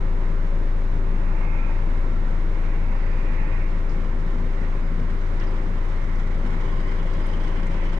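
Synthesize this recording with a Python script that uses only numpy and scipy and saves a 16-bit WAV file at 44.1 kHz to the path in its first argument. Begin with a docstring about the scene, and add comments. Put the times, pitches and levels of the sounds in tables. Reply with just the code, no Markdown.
"""A vibratory road roller compacting sand, some way off across an open building site, in stereo.
The eccentric weight in its drum shakes the ground with a deep hum and sets its hollow body booming.
Loose metal rattles ever louder in time with the drum, among squeals of rubbed steel and clinks of grit.
Its diesel, an excavator and a far exhaust drone over the site's low rumble, and the breeze
carries swells of engine roar over to a microphone that is dull in the top treble."""
import sys
import numpy as np
from scipy import signal
from scipy.fft import rfft, irfft
from scipy.io import wavfile

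SR = 44100
rng = np.random.default_rng(int(sys.argv[2]) if len(sys.argv) > 2 else 0)


def output_pcm(signal):
    """Save a mono or channel-first signal as 16-bit PCM at the path in sys.argv[1].

    Samples are clipped to [-1, 1] before scaling.
    """
    pcm = np.clip(np.atleast_2d(signal).T, -1, 1) * 32767
    wavfile.write(sys.argv[1], SR, np.round(pcm).astype(np.int16))


N = 352359
TIME = np.arange(N) / SR
BINS = np.fft.rfftfreq(N, 1 / SR)
DIESEL_HZ, DIGGER_HZ, EXHAUST_HZ = 17.497, 14.32, 84.25  # engine cycles a second


def drum(turns):
    """The eccentric weight gives a near sine; blows on the sand add weak overtones."""
    # The hum eases once, midway. Each row: time in seconds, level in dB.
    hum_level = [(2.9, -18), (4.3, -19.5)]
    # Each row: multiple of the shaking rate, level in dB.
    overtones = [(2, -51.5), (3, -46.5), (4, -59.5), (5, -52.5)]
    hum = np.sqrt(2) * amp(curve(hum_level)) * np.cos(2 * np.pi * turns)
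    return panned(hum, 3.15) + tones(turns, overtones, flutter=0.25, flutter_hz=1.1)


def pounding(turns, depth=0.2, uneven_db=1.5):
    """Throbbing gain: ground and body shake hardest at both ends of each stroke, no two blows alike."""
    return evened((1 + depth * np.cos(4 * np.pi * turns)) * amp(uneven_db * drift(17)))


def boom(drone_db=-5.5, waver_db=3.5):
    """Uneven blows of the ground make the roller's body drone, with louder spells."""
    # Hollow resonances. Each row: pitch and width in Hz, left and right level in dB.
    body_modes = [(174.8, 25, -40, -44), (239.2, 7.8, -44, -48)]
    # Each row: middle and length in seconds, gain in dB.
    spells = [(1.014, 0.29, -1), (2.003, 0.45, -0.5), (3.4, 0.24, -9), (4.5, 1, 1.5), (5.003, 0.46, 5),
              (5.731, 0.12, 6), (6.505, 0.23, 7.5), (7.605, 0.19, 6.5)]
    drone = amp(drone_db + waver_db * drift(5.5))
    spell_power = sum((amp(db) * swell(s, length)) ** 2 for s, length, db in spells)
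    return modes(rng.standard_normal(N), body_modes) * np.sqrt(drone ** 2 + spell_power)


def rattle(turns, start_db=-18.5, growth_db_per_s=2, lead_turns=0.18, jolt_decay_s=0.12):
    """Each shake throws loosening metal into a chatter that sets it ringing; grit ticks on the steel."""
    # Each row: frequency in Hz, left and right level in dB.
    chatter_spectrum = [(200, -89, -85.5), (292, -70, -71), (430, -68, -67.5), (746, -74.5, -79),
                        (1050, -77.5, -76.5), (1500, -79, -70), (2200, -72.5, -78), (2720, -94.5, -96),
                        (3200, -82, -95.5), (3800, -88.5, -88), (5000, -92.5, -101), (7000, -95.5, -101),
                        (10100, -109, -107)]
    # Resonances struck by metal and by grit. Each row: pitch and width in Hz, left and right level in dB.
    metal_modes = [(1033, 12, -60, -53), (1096, 18, -57.5, -53.5), (1900, 41, -62, -56),
                   (2034, 110, -58, -62.5), (2700, 24, -66.5, -69.5), (2860, 18, -59, -64.5),
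                   (3027, 40, -55, -62), (3098, 34, -56.5, -65), (3295, 32, -59, -74),
                   (3367, 34, -59.5, -72), (3860, 120, -72, -64), (4220, 60, -72.5, -72)]
    grit_modes = [(4900, 49, -61.5, -75), (5350, 59, -65, -70), (5990, 220, -64, -67.5),
                  (8300, 1000, -71.5, -73.5)]
    # How strongly the metal rings. Each row: time in seconds, gain in dB.
    ring_gain = [(2.7, 2), (6.3, -1.5), (6.68, 3.5), (7.5, 4.5)]
    # Moments of harder shaking. Each row: start in seconds, extra level in dB.
    jolts = [(5.405, 3.5), (6.44, 3), (6.66, 0.5), (6.78, -0.5), (7.2, 3)]
    throw = np.exp(0.25 * np.cos(2 * np.pi * (turns + lead_turns)))  # peaks ahead of the hum's crest
    blows = evened(throw * amp(1.7 * drift(22) + 2.5 * drift(500)))
    jolts_db = sum(db * (TIME > s) * np.exp(-abs(TIME - s) / jolt_decay_s) for s, db in jolts)
    ringing = modes(impacts(blows, per_s=900, spread_db=2), metal_modes) * amp(curve(ring_gain))
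    grit = modes(impacts(blows, per_s=280, spread_db=1.5), grit_modes)
    chatter = reflected(coloured(blows * hiss(), chatter_spectrum))
    return (chatter + ringing + grit) * amp(start_db + growth_db_per_s * TIME + jolts_db)


def impacts(blows, per_s, spread_db):
    """Separate knocks of uneven size, thickest where the blows are strong."""
    lands = rng.random(N) < blows ** 2 * per_s / SR
    size = amp(spread_db * np.minimum(rng.exponential(1, N), 2))
    return lands * size * np.sign(hiss())


def squeals(rasp_db=0.5, rasp_hz=70):
    """Rubbed steel sticks and slips, ringing in narrow bands that catch quickly, hold and let go."""
    # Each row: middle and length in seconds, pitch and width in Hz, left and right level in dB.
    scrapes = [(1.52, 0.95, 890, 43, -48.5, -46), (1.45, .7, 1180, 60, -56, -53),
               (1.62, 0.4, 2390, 36, -54, -46.5), (1.557, 0.39, 2163, 35, -54, -46),
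               (1.6, 0.41, 2550, 22, -66, -49), (1.52, 0.57, 1347, 8.4, -52, -51),
               (2.204, 0.51, 1348, 5, -54, -47.5), (2.66, 0.34, 2150, 280, -53, -46),
               (3.07, 0.43, 4800, 220, -68, -63), (3.08, .36, 1930, 200, -56, -46),
               (3.33, 0.7, 2425, 70, -61, -48), (3.44, 0.44, 1880, 220, -54, -41.5),
               (3.422, 0.45, 872, 23, -50, -44.5), (4.62, 0.14, 1950, 96, -60, -41.5),
               (4.86, 0.11, 4950, 200, -63, -70), (4.9, 0.16, 2000, 180, -55, -53),
               (6.12, 0.36, 2020, 160, -55, -47), (6.316, .08, 1990, 150, -54, -44),
               (6.606, 0.25, 2100, 200, -50, -46), (6.72, 0.41, 1070, 34, -54, -44),
               (6.86, .24, 4950, 230, -59, -70), (6.883, 0.2, 1980, 220, -45, -48),
               (7.22, .3, 4950, 130, -58.5, -70), (7.35, 0.41, 870, 60, -49, -48),
               (7.68, .1, 2030, 200, -46, -54), (7.845, 0.15, 2010, 160, -47, -45)]
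    rub = hiss() * amp(rasp_db * drift(rasp_hz))
    return sum(swell(s, length) ** 0.6 * modes(rub, [mode]) for s, length, *mode in scrapes)


def clinks():
    """Metal and grit clink and scrape: bursts of noise in one band, dying quickly."""
    # Each row: start in seconds, level in dB, centre in Hz, width in octaves,
    # seconds to fall 60 dB, left over right in dB.
    hits = [(0.681, -62, 9500, .2, .01, 0), (3.32, -55, 3100, .15, .25, 5),
            (3.892, -54.5, 5000, 0.3, 0.37, -4), (5.3997, -48, 4900, 0.2, .04, 5),
            (5.405, -44, 2100, 0.3, .1, -4), (5.414, -36, 1840, 0.081, 0.2, 0),
            (5.418, -44.5, 2920, 0.3, 0.12, 5), (5.434, -53, 5200, 0.2, 0.08, 7),
            (5.469, -52, 4930, .1, .14, 7), (5.856, -58, 11000, .08, .07, -7),
            (6.157, -51, 5400, .3, 0.027, 4), (6.45, -46, 2600, 0.6, 0.12, 0),
            (7.135, -49, 5000, 0.5, 0.027, 4), (7.2687, -46, 5600, .6, .005, 2),
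            (7.2691, -43, 10200, .12, 0.009, -6), (7.668, -50, 5400, 0.62, .05, 6),
            (7.856, -48, 4200, .5, .03, 0)]
    out, t = np.zeros((2, N)), np.arange(SR // 2) / SR
    octave = np.log2(np.fft.rfftfreq(len(t), 1 / SR) + 1)
    for s, db, hz, width, t60, pan_db in hits:
        band = np.exp(-((octave - np.log2(hz)) / width) ** 2 / 2)
        burst = evened(irfft(rfft(rng.standard_normal((2, len(t)))) * band, len(t)))
        decay = np.exp(-np.log(1000) * t / t60)
        part = out[:, round(s * SR):][:, :len(t)]
        part += panned(burst * amp(db) * decay, pan_db)[:, :part.shape[1]]
    return out


def diesel(cycles):
    """The roller's four-stroke engine, firing four times in each cycle."""
    # Each row: multiple of the cycle rate, level in dB.
    orders = [(4, -54), (7, -49), (9, -46.5), (10, -47), (10.5, -53), (11, -49), (11.5, -59), (12, -56),
              (13, -55), (17, -54), (17.5, -59), (18, -51), (19, -55), (20, -62), (20.5, -60), (25.5, -58),
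              (28, -64), (28.5, -62), (29, -65), (31, -61), (31.5, -56.5), (32, -55.3), (33, -64),
              (34, -65), (35, -64), (35.5, -62), (36, -66), (38.5, -66), (40, -64), (41.5, -66), (42, -66)]
    # How hard it pulls. Each row: time in seconds, gain in dB.
    pull = [(0, 0), (6.7, -1), (7.3, 2), (7.85, 4)]
    return tones(cycles, orders, flutter=0.25, flutter_hz=1.33) * amp(curve(pull))


def roar(cycles, repeating_share=0.18, split_hz=1400):
    """Fan and combustion: hiss and a clatter that repeats every two cycles, swelling on the breeze."""
    # The steady roar and what the breeze adds. Each row: frequency in Hz, left and right level in dB.
    steady_spectrum = [(294, -100, -100), (567, -81, -72.5), (745, -75, -75.5), (840, -74, -72),
                       (1030, -72.5, -69), (1610, -80.5, -74.5), (1840, -80.5, -72.5), (2210, -85.5, -76),
                       (2730, -87, -86.5), (3140, -88.5, -93), (3850, -96, -87), (4420, -95.5, -96.5),
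                       (6300, -100, -99.5), (9700, -113, -111)]
    carried_spectrum = [(505, -101.5, -101), (804, -65, -65.5), (890, -71.5, -64), (1090, -81.5, -62),
                        (1170, -76.5, -76.5), (2150, -73, -64), (2760, -80.5, -68.5), (2600, -88.5, -74.5),
                        (2850, -96.5, -99), (5000, -108, -104), (12000, -130, -130)]
    size = round(2 * SR / DIESEL_HZ)
    clatter = rng.standard_normal((2, size))[:, (cycles / 2 % 1 * size).astype(int)]
    noise = np.sqrt(repeating_share) * clatter + np.sqrt(1 - repeating_share) * hiss()
    steady = coloured(noise, steady_spectrum)
    carried = coloured(hiss(), carried_spectrum) * amp(1.2 * drift(7.6))
    low = signal.sosfiltfilt(signal.butter(4, split_hz, fs=SR, output="sos"), carried)
    low_gain, high_gain = breeze()
    return steady * amp(0.5 * drift(11)) + low * low_gain + (carried - low) * high_gain


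def breeze(calm_low_db=-11, calm_high_db=-24):
    """Gusts carry the roar to the microphone: gains for its low and its high band."""
    # Each row: peak time, 20 dB rise and 20 dB fall in seconds, low and high band gain in dB.
    gusts = [(1.4, 0.51, 1.07, -6.5, -10), (2.9, 0.41, 0.46, -7, -14), (3.38, 0.76, 0.96, -18, -9),
             (4.62, 0.37, 0.41, -22, -14), (5.5, 0.37, 0.56, -8.5, -15), (6.55, 0.23, 0.41, -5.5, -23),
             (7.8, 0.9, 0.3, -8, -10.5)]
    power = amp([[calm_low_db], [calm_high_db]]) ** 2
    for s, rise, fall, low_db, high_db in gusts:
        away = (TIME - s) / np.where(TIME < s, rise, fall)
        power = power + amp(np.array([[low_db], [high_db]]) - 20 * away ** 2) ** 2
    return np.sqrt(power)


def excavator():
    """An excavator's engine and the whine of its pump, swelling and fading."""
    # Each row: multiple of the cycle rate, level in dB.
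    orders = [(4, -56), (8, -53), (12, -54), (16, -52), (23, -61), (24, -60), (26, -62), (27, -49.5),
              (28, -60), (36, -57), (72, -65), (85, -68)]
    # Each row: time in seconds, gain in dB.
    level = [(0, 4.5), (0.55, 2.5), (1.1, 1), (2.3, 1), (2.85, -3), (3.25, 2.5), (3.55, -1.5), (3.8, 2),
             (4.6, 3.5), (5.15, 0.5), (5.55, 5.5), (5.95, -2.5), (6.55, 6.5), (7.2, 4.5), (7.9, 2)]
    return tones(shaft(DIGGER_HZ, wander=0.001), orders, flutter=0.14, flutter_hz=3) * amp(curve(level))


def exhaust():
    """The low exhaust note of a third machine, far off."""
    # Each row: multiple of the note, level in dB.
    orders = [(1, -37), (2, -52)]
    return tones(shaft(EXHAUST_HZ, wander=0.0004), orders, flutter=0.08, flutter_hz=3)


def rumble(gain_db=-2):
    """The low, nearly steady noise of the whole site."""
    # Each row: frequency in Hz, left and right level in dB.
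    spectrum = [(25, -54, -52), (45, -59.5, -60), (77.5, -57.5, -56), (98, -58.5, -56), (132, -61.5, -57),
                (170, -56, -64), (212, -62.5, -75), (238, -61, -67.5), (307, -61.5, -64), (373, -65.5, -68),
                (570, -68, -68.5), (665, -81.5, -72.5), (1500, -115, -115)]
    return coloured(hiss(), spectrum) * amp(gain_db + 0.21 * drift(4.7))


def shaft(hz, wander):
    """Turns made by a governed engine whose speed hunts slightly."""
    return np.cumsum(hz * (1 + wander * drift(0.7))) / SR


def tones(turns, orders, flutter, flutter_hz):
    """Multiples of a shaft speed; moving air and ground echoes make each one fade and shift."""
    # Where the tones sit. Each row: frequency in Hz, left over right in dB.
    tone_pan = [(26, 16), (220, 1), (320, -3.5), (700, 7.5), (1050, -4)]
    out, shaft_hz = np.zeros((2, N)), turns[-1] / TIME[-1]
    for multiple, db in orders:
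        angle = 2 * np.pi * (multiple * turns + rng.random())
        fading = (1 + flutter * drift(flutter_hz)) * np.cos(angle)
        shifting = flutter * drift(flutter_hz) * np.sin(angle)
        tone = amp(db) * (fading + shifting) * np.sqrt(2 / (1 + 2 * flutter ** 2))
        out += panned(tone, read(tone_pan, multiple * shaft_hz)[0])
    return out


def reflected(x, echo_db=-9, longest_s=0.013, count=8):
    """Short echoes off the ground and the machine comb the treble differently on each side."""
    delay, toss = rng.uniform(0.1014, 1, (2, 2, count, 1))
    polarity = np.sign(toss - np.median(toss))
    echoes = (polarity * np.exp(-2j * np.pi * BINS * delay * longest_s)).sum(axis=1)
    treble = BINS / (BINS + 1500)
    return irfft(rfft(x) * (1 + amp(echo_db) * treble * echoes / np.sqrt(count)), N)


def modes(drive, table):
    """The resonances of one object under a drive, each with its own level left and right."""
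    out, spectrum = np.zeros((2, N)), rfft(drive)
    for hz, width, left_db, right_db in table:
        ring = evened(irfft(spectrum / (1 + 1j * (BINS - hz) / width) ** 2, N))
        out += ring * amp([[left_db], [right_db]])
    return out


def coloured(white, spectrum):
    """Gives two white noises a spectrum per channel and makes them alike in the bass."""
    # Likeness of the microphone's two sides. Each row: frequency in Hz, coherence from 0 to 1.
    coherence = [(20, 0.55), (80, 0.96), (180, 1), (350, 1), (600, 0.55), (850, 0.28), (1200, 0.099),
                 (3000, 0.047), (8000, 0.15)]
    a, b = rfft(white)
    same = read(coherence, BINS)[0]
    pair = np.array([a, same * a + np.sqrt(1 - same ** 2) * b])
    return irfft(pair * amp(read(spectrum, BINS)) * np.sqrt(SR / 2), N)


def hiss():
    """Two unrelated white noises."""
    return rng.standard_normal((2, N))


def drift(hz, step=100):
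    """A random wander of rms 1, smoothed above about hz and drawn every step samples."""
    t = TIME[::step]
    f = np.fft.rfftfreq(len(t), step / SR)
    slow = irfft(rfft(rng.standard_normal(len(t))) * np.exp(-(f / hz) ** 2) * (f > 0), len(t))
    return np.interp(TIME, t, evened(slow))


def swell(middle, length):
    """A smooth arch from silence to 1 and back."""
    return np.cos(np.pi * np.clip((TIME - middle) / length, -0.5, 0.5))


def curve(rows):
    """A time table at every sample."""
    return np.interp(TIME, *np.transpose(rows))


def read(rows, hz):
    """The columns of a spectrum table at the given frequencies."""
    f, *columns = np.transpose(rows)
    return np.array([np.interp(np.log(hz + 1), np.log(f + 1), c) for c in columns])


def panned(x, pan_db):
    """Places a sound pan_db louder on the left than on the right."""
    return x * amp(np.array([[pan_db], [-pan_db]]) / 2)


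def amp(db):
    """Decibels to gain."""
    return 10 ** (np.asarray(db) / 20)


def evened(x):
    """Scales to rms 1."""
    return x / np.sqrt(np.mean(x ** 2) + 1e-20)


def scene():
    """The roller's drum, metal and diesel, with two other machines, over the rumble of the site."""
    # The drum slows a little under load. Each row: time in seconds, shakes a second.
    drum_speed = [(3.5, 26.62), (6.3, 26.47)]
    turns = shaft(curve(drum_speed), wander=0.001)
    cycles = shaft(DIESEL_HZ, wander=0.0005)
    site = rumble()
    machines = drum(turns) + diesel(cycles) + excavator() + exhaust()
    throb = (site + boom()) * pounding(turns)
    return machines + throb + squeals() + clinks() + rattle(turns) + reflected(roar(cycles))


def record(dry, edge_hz=15100):
    """The microphone: soft ends, treble that falls away, then the band limit."""
    # Each row: frequency in Hz, gain in dB.
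    response = [(100, -1), (10000, -1.5), (11800, -13.5), (14500, -22.5)]
    eased = dry * signal.windows.tukey(N, 0.002)
    heard = irfft(rfft(eased) * amp(read(response, BINS)), N)
    lowpass = signal.firwin(511, edge_hz, window=("kaiser", 9), fs=SR)
    return signal.oaconvolve(heard, lowpass[None], "same")


dry = scene()
out = record(dry)
output_pcm(out)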